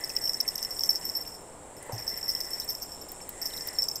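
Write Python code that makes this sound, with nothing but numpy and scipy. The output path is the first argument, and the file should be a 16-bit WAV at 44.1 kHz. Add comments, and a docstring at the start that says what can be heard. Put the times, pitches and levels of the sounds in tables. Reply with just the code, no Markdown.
"""On a river bank, a small bell on a fishing rod jingles in fits while the reel whirrs and clicks.
A loose pellet strikes the bell's shell, makes it ring and bounces on inside. Behind it the river runs,
forest insects hiss and a cicada's buzz swells. Near 1.3 s the hands rest and the bell dies away.
At 1.8 s the winding resumes, a hand bumps the rod and the jingling returns. Around 3 s comes a lull
with a few ticks of the tackle, then a third spell of winding and more jingling."""
import sys
import numpy as np
from scipy import signal
from scipy.fft import rfft, irfft
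from scipy.io import wavfile
from scipy.ndimage import uniform_filter1d

SR = 44100
rng = np.random.default_rng(int(sys.argv[2]) if len(sys.argv) > 2 else 0)


def waveform_to_disk(signal):
    """Save audio, clipped to [-1, 1], as 16-bit WAV at the path in sys.argv[1]."""
    frames = np.transpose(np.atleast_2d(signal))
    scaled = np.clip(frames, -1, 1) * 32767
    samples = np.round(scaled).astype(np.int16)
    wavfile.write(sys.argv[1], SR, samples)


N = 176400

BELL_HZ, BELL_DB, ATTACK_S = 5403.5, -1.5, 0.0012
BOUNCE_GAP_S, BOUNCE_FADE_S = 0.0043, 0.011  # a fade time is how long a sound takes to drop 60 dB
BOUNCE_PITCH, BOUNCE_DETUNE = 0.99, 0.017  # the touching pellet weighs on the shell and shifts its pitch
# The pellet's strikes. Each row: start in seconds, relative level in dB, fade time in seconds,
# share of chatter (0 is a clean ring, 1 is all bounces), level change of the high tones in dB.
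STRIKES = [(0.0376, -21, 0.061, 0.33, -18), (0.045, -12.5, 0.0087, 0.0, -17),
           (0.093, -18.5, 0.048, 0.87, -18), (0.1641, -12, 0.034, 0.33, -23), (0.2264, -29.5, 0.2, 0, -22),
           (0.2392, -14.5, 0.028, 0.2, -23), (0.2544, -16.5, 0.042, 0, -14),
           (0.2754, -16, 0.038, 0.03, -17), (0.2936, -11, 0.031, 0.06, -20),
           (0.3336, -12.5, 0.0087, 0, -12), (0.3421, -13, 0.027, 0.7, -33), (0.4017, -12, 0.055, 0.6, -23),
           (0.4116, -10.5, 0.009, 0.05, -13), (0.477, -20, 0.1, 0.73, -13), (0.4862, -10, 0.017, 0.24, -27),
           (0.5536, -17.5, 0.037, 0.93, -5), (0.5781, -23.5, 0.058, 0.88, -12),
           (0.625, -22.5, 0.09, 0.92, -8.5), (0.6485, -16, 0.029, 0.1, -17),
           (0.7067, -21.5, 0.069, 0.4, -14), (0.7927, -12.5, 0.021, 0.2, -14),
           (0.8062, -20.5, 0.095, 0.55, -21), (0.8338, -19, 0.16, 0.87, -14),
           (0.8909, -7, 0.063, 0.65, -17), (0.905, -11, 0.036, 0.05, -14), (0.951, -16.5, 0.081, 0.77, -16),
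           (1.051, -24.5, 0.15, 0.5, -7), (1.09, -18, 0.05, 0.76, -24), (1.097, -14.5, 0.017, 0.2, -21),
           (1.1508, -20.5, 0.11, 0.24, -17), (1.167, -22, 0.056, 0.2, -4.5),
           (1.2113, -27.5, 0.057, 0.1, -8), (1.2743, -29.5, 0.061, 0, -7), (1.3409, -34.5, 0.15, 0.6, -12),
           (1.7656, -44, 0.19, 0.3, -8), (1.9209, -30, 0.2, 0.94, -6), (1.9792, -19.5, 0.062, 0.78, -25),
           (2.077, -20.5, 0.19, 0.68, -13), (2.0904, -21.5, 0.086, 0, -24), (2.174, -24.5, 0.074, 0.13, -5),
           (2.2287, -22.5, 0.054, 0.2, -29), (2.28, -21, 0.094, 0.14, -11), (2.2895, -14.5, 0.12, 0.6, -17),
           (2.35, -13, 0.025, 0.04, -17), (2.4029, -16.5, 0.042, 0.8, -14), (2.4438, -22, 0.053, 0.85, -24),
           (2.5327, -20, 0.082, 0.57, -13), (2.5977, -16, 0.057, 0.9, -9), (2.6873, -21.5, 0.2, 0.73, -6),
           (2.6992, -18, 0.024, 0.2, -6), (2.7505, -13, 0.016, 0.45, -17), (2.82, -23, 0.075, 0.85, -5.5),
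           (2.9188, -30, 0.068, 0.4, -18), (3.0117, -33.5, 0.12, 0.5, -7), (3.0867, -33, 0.071, 0.25, -12),
           (3.214, -36, 0.083, 0, -15), (3.4155, -19, 0.08, 0.67, -13), (3.4536, -23.5, 0.17, 0.75, -9),
           (3.46, -12.5, 0.012, 0.2, -9), (3.5628, -28.5, 0.19, 0.67, -6.5),
           (3.6051, -24.5, 0.043, 0.9, -25), (3.686, -14, 0.015, 0.6, -15),
           (3.7855, -14.5, 0.095, 0.06, -23), (3.8209, -13, 0.025, 0.05, -15),
           (3.829, -14, 0.028, 0.2, -20), (3.8393, -19.5, 0.081, 0.7, -25), (3.883, -14, 0.052, 0.81, -21),
           (3.913, -18.5, 0.029, 0.14, -19), (3.9549, -17, 0.045, 0.92, -12)]
def bell(bounces=10):
    """Each strike of the pellet is part free ring of the shell, part a dying run of bounces."""
    out = np.zeros(N)
    for at, db, fade, chatter, high_db in STRIKES:
        size, place = undb(db + BELL_DB), rng.random()
        bounce_pitch = BOUNCE_PITCH + BOUNCE_DETUNE * (rng.random() - .5)
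        free_pitch = 1 + 0.004 * rng.standard_normal()
        add(out, at, size * np.sqrt(1 - chatter) * shell(free_pitch, fade, high_db, place))
        gaps = BOUNCE_GAP_S * (.5 + rng.random(bounces))
        for delay in np.cumsum(gaps) - gaps[0] / 2:
            strength = size * np.sqrt(chatter) * undb(rng.uniform(0.5, 12.5)) * decay(delay, fade)
            add(out, at + delay, strength * bounce(bounce_pitch, high_db, chatter, place))
    return out


# The shell's two high tones. Each row: pitch in Hz, relative level in dB.
HIGH_TONES = [(12910, -4), (13303, -1)]
def shell(pitch, fade, high_db, place):
    """One touch of the pellet: a click, the main tone and two high ones; the place (0-1) favours one."""
    sound = ring(BELL_HZ * pitch, fade, ATTACK_S)
    for (hz, db), weight in zip(HIGH_TONES, (2 * place, 2 * (1 - place))):
        sound += weight * undb(db + high_db) * ring(hz * pitch ** .1, fade, ATTACK_S / 2)
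    click = np.diff(rng.standard_normal(65)) * np.hanning(64) / 2
    add(sound, 0, undb(-15.5) * click)
    return sound


def bounce(pitch, high_db, chatter, place):
    """A short ring, choked and detuned by the pellet; only the wildest chatter wakes an extra clank."""
    pitch = pitch * (1 + BOUNCE_DETUNE * rng.standard_normal())
    sound = shell(pitch, BOUNCE_FADE_S, high_db, place)
    clank = ring(6254 * pitch, BOUNCE_FADE_S, ATTACK_S)
    return sound + undb(-6) * chatter ** 4 * clank


TOUCHES_PER_S, CLIP_PINGS_PER_S, PING_FADE_S = 170, 390, 0.016
# How hard the rod shakes. Each row: time in seconds, relative level in dB.
ROD_SHAKE = [(0, -36.5), (.25, -32.5), (.5, -45), (.87, -34), (1.3, -45), (1.45, -60.5), (1.87, -81),
             (1.97, -37.5), (2.7, -38), (2.95, -49), (3.37, -62), (3.45, -39.5), (4, -47)]
def rolling():
    """Light touches of the rolling pellet and fine pings of the bell's clip, as the rod shakes."""
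    out = np.zeros(N)
    for when, size, freedom, place in rng.random((int(TOUCHES_PER_S * N / SR), 4)):
        pitch = 1 - BOUNCE_DETUNE * (1 - freedom) * rng.standard_normal()
        fade = 0.049 * (0.37 + freedom ** 2)  # a freer shell rings longer
        touch = shell(pitch, fade, high_db=-13, place=place)
        add(out, when * N / SR, undb(3.5 + 9.5 * (size - .5)) * touch)
    for when, depth, size in rng.random((int(CLIP_PINGS_PER_S * N / SR), 3)):
        hz = 15100 - 7000 * depth ** 2.88  # most pings lie near the top
        ping = ring(hz, PING_FADE_S, ATTACK_S / 2)
        add(out, when * N / SR, undb(20 * size ** 3 - 20.5) * ping)
    return out * curve(ROD_SHAKE)


# Winding; the first three rows join into one spell. Each row: start and end in seconds, level in dB.
WINDING = [(0, 0.224, -53), (0.215, 0.626, -56), (0.61, 1.268, -58.5), (1.804, 2.71, -56),
           (3.313, 3.806, -54)]
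# Where the gears ring. Each row: pitch in Hz, rough width in Hz, relative level in dB.
GEAR_TONES = [(1794, 220, -4), (1998, 140, -1.5), (2040, 2000, -6.5)]
def reel(clicks_per_s=35):
    """The gears whirr unevenly and click at random while the reel is wound."""
    t = np.arange(N) / SR
    spells = sum(undb(db) * ((t >= start) & (t < end)) for start, end, db in WINDING)
    winding = uniform_filter1d(spells, SR // 6)  # soft starts and stops
    flutter = undb(2 * wander(45))
    out = winding * flutter * sum(undb(db) * band(hz, width) for hz, width, db in GEAR_TONES)
    for when, softness, height in rng.random((int(clicks_per_s * N / SR), 3)):
        click = tick(hz=1998 * 7 ** height)
        add(out, when * N / SR, winding[int(when * N)] * undb(4 - 20 * softness) * click)
    return out


# Ticks of the tackle. Each row: start in seconds, relative level in dB, pitch in Hz.
TACKLE_TICKS = [(1.827, -51.5, 9300), (2.645, -49.5, 12000), (3.118, -45, 14400), (3.291, -42, 14400),
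                (3.673, -39.5, 14400), (3.839, -41.5, 8030)]
def tackle():
    """The line and tackle give a few sharp ticks."""
    out = np.zeros(N)
    for at, db, hz in TACKLE_TICKS:
        add(out, at, undb(db) * tick(hz))
    return out


def tick(hz):
    """A bright snap of noise with a short ping in it."""
    ping = ring(hz, PING_FADE_S, ATTACK_S / 2)
    hiss = highpass(rng.standard_normal(len(ping)), hz=5000, order=1)
    snap = hiss * np.exp(-np.arange(len(ping)) / SR / 0.0063)
    return undb(19.5) * ping + undb(6) * snap


# Knocks of the reel. Each row: start in seconds, level in dB, pitch in Hz.
REEL_KNOCKS = [(0.172, -42, 2680), (0.5887, -41.5, 3530), (1.25, -47.5, 2730), (3.203, -43, 2250)]
def knocks(fade_s=0.026):
    """The reel knocks lightly in the hand, each time a short burst of noise."""
    t = np.arange(N) / SR
    out = np.zeros(N)
    for at, db, hz in REEL_KNOCKS:
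        out += undb(db) * band(hz, hz / 4) * (t > at) * decay(abs(t - at), fade_s)
    return out


# The tones of one bump. Each row: start in seconds, pitch in Hz, fade time in seconds, level in dB.
BUMP_TONES = [(1.8955, 508, 0.033, -27.5), (1.8955, 940, 0.036, -33), (1.922, 783, 0.07, -33.5),
              (1.930, 113.5, 0.18, -28)]
def bump(rub_at_s=1.922, rub_db=-48.5):
    """A hand bumps the rod, which rings low, and rubs along the grip."""
    t = np.arange(N) / SR
    rub_swell = np.exp(-((t - rub_at_s) / 0.07) ** 2)
    out = undb(rub_db) * band(720, 530) * rub_swell
    for at, hz, fade, db in BUMP_TONES:
        add(out, at, undb(db) * ring(hz, fade, attack=0.39 / hz))
    return out


def hands(rest_from_s=1.34, rest_until_s=1.84):
    """Faint rustle and rumble of handling, which stop while the hands rest."""
    t = np.arange(N) / SR
    moving = uniform_filter1d(1. * ((t < rest_from_s) | (t > rest_until_s)), SR // 10)
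    rustle = undb(-62.5) * band(1900, 8200)
    rumble = undb(-59.5) * band(20, 38)
    return moving * (rustle + rumble)


CHIRPS_PER_S, CICADA_HZ, CHIRP_FALL_HZ = 120, 7460, 1110
# How loud the insects are. Each row: time in seconds, relative levels of cicada and chorus in dB.
INSECT_LEVELS = [(0, -81, -52.5), (.87, -55.5, -52.5), (1.55, -63.5, -60.5), (2.5, -60, -53),
                 (3.05, -56, -58), (3.55, -56.5, -51.5), (4, -50.5, -58)]
def insects():
    """One cicada's fast, falling chirps blur into a buzz over the hiss of many far insects."""
    chirp_rate = CHIRPS_PER_S * (1 + 0.0061 * wander(8))
    progress = np.cumsum(chirp_rate) / SR % 1  # runs from 0 to 1 in each chirp
    cycles = (CICADA_HZ * progress + CHIRP_FALL_HZ * progress * (1 - progress) / 2) / CHIRPS_PER_S
    chirps = np.sin(np.pi * progress) ** 4 * np.sin(2 * np.pi * cycles)
    buzz = unit(chirps * undb(2 * wander(120)))
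    cicada = undb(3.5) * unit(buzz + .35 * band(CICADA_HZ, 900))
    chorus = undb(5.5) * band(8110, 1940) * undb(1.2 * wander(90))
    return cicada * curve(INSECT_LEVELS) + chorus * curve(INSECT_LEVELS, column=2)


# The river's sound from bass to treble. Each row: frequency in Hz, relative level in dB.
RIVER_COLOUR = [(25, -4.5), (65, -3), (200, -5.5), (500, -1), (950, -5), (1270, -12.5), (3600, -25),
                (12000, -41)]
def river(level_db=-48):
    """The even rush of wide water."""
    hz, db = np.array(RIVER_COLOUR).T
    freqs = np.arange(N // 2 + 1) * SR / N + 1
    colour = undb(np.interp(np.log(freqs), np.log(hz), db))
    return undb(level_db) * coloured_noise(colour)


def undb(db):
    """Turn decibels into a gain."""
    return 10 ** (np.asarray(db) / 20)


def unit(x):
    """Scale to an average (rms) level of 1."""
    return x / np.sqrt(np.mean(x ** 2))


def curve(rows, column=1):
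    """A gain that glides between a table's dB points."""
    rows = np.array(rows)
    return undb(np.interp(np.arange(N) / SR, rows[:, 0], rows[:, column]))


def add(out, at, x):
    """Mix x into out from the given time in seconds."""
    i = min(max(int(at * SR), 0), len(out))
    out[i:i + len(x)] += x[:len(out) - i]


def coloured_noise(colour):
    """Noise with its own gain at each frequency."""
    return unit(irfft(rfft(rng.standard_normal(N)) * colour, N))


def band(hz, width):
    """Noise gathered around one pitch."""
    freqs = np.arange(N // 2 + 1) * SR / N + 1
    return coloured_noise(1 / (1 + ((freqs - hz ** 2 / freqs) / width) ** 2))


def wander(per_s):
    """A random drift that heads for a new value per_s times a second."""
    hold = int(SR / per_s)
    steps = np.repeat(rng.standard_normal(N // hold + 1), hold)
    return unit(uniform_filter1d(steps, hold)[:N])


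def decay(t, fade):
    """A gain that drops 60 dB in the fade time."""
    return np.exp(-np.log(1000) * t / fade)


def ring(hz, fade, attack):
    """One tone that rises smoothly, then dies away."""
    t = np.arange(int(SR * (fade + 0.0026))) / SR
    rise = np.sin(np.pi / 2 * np.minimum(t / attack, 1)) ** 2
    return rise * decay(t, fade) * np.sin(2 * np.pi * hz * t)


def highpass(x, hz, order):
    """Turn down what lies below hz."""
    return signal.sosfilt(signal.butter(order, hz, "high", fs=SR, output="sos"), x)


def scene(width_delay_s=.021, width_db=-17):
    """All is central; a faint delayed copy of the treble, opposite in left and right, widens it."""
    bright = bell() + rolling() + insects()
    middle = bright + reel() + tackle() + knocks() + bump() + hands() + river()
    width = np.zeros(N)
    add(width, width_delay_s, undb(width_db) * highpass(bright, hz=5500, order=4))
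    return np.array([middle + width, middle - width])


def record(dry, top_hz=15500):
    """A steep filter cuts the highest treble."""
    return signal.sosfilt(signal.ellip(8, .2, 70, top_hz, fs=SR, output="sos"), dry)


dry = scene()
out = record(dry)
waveform_to_disk(out)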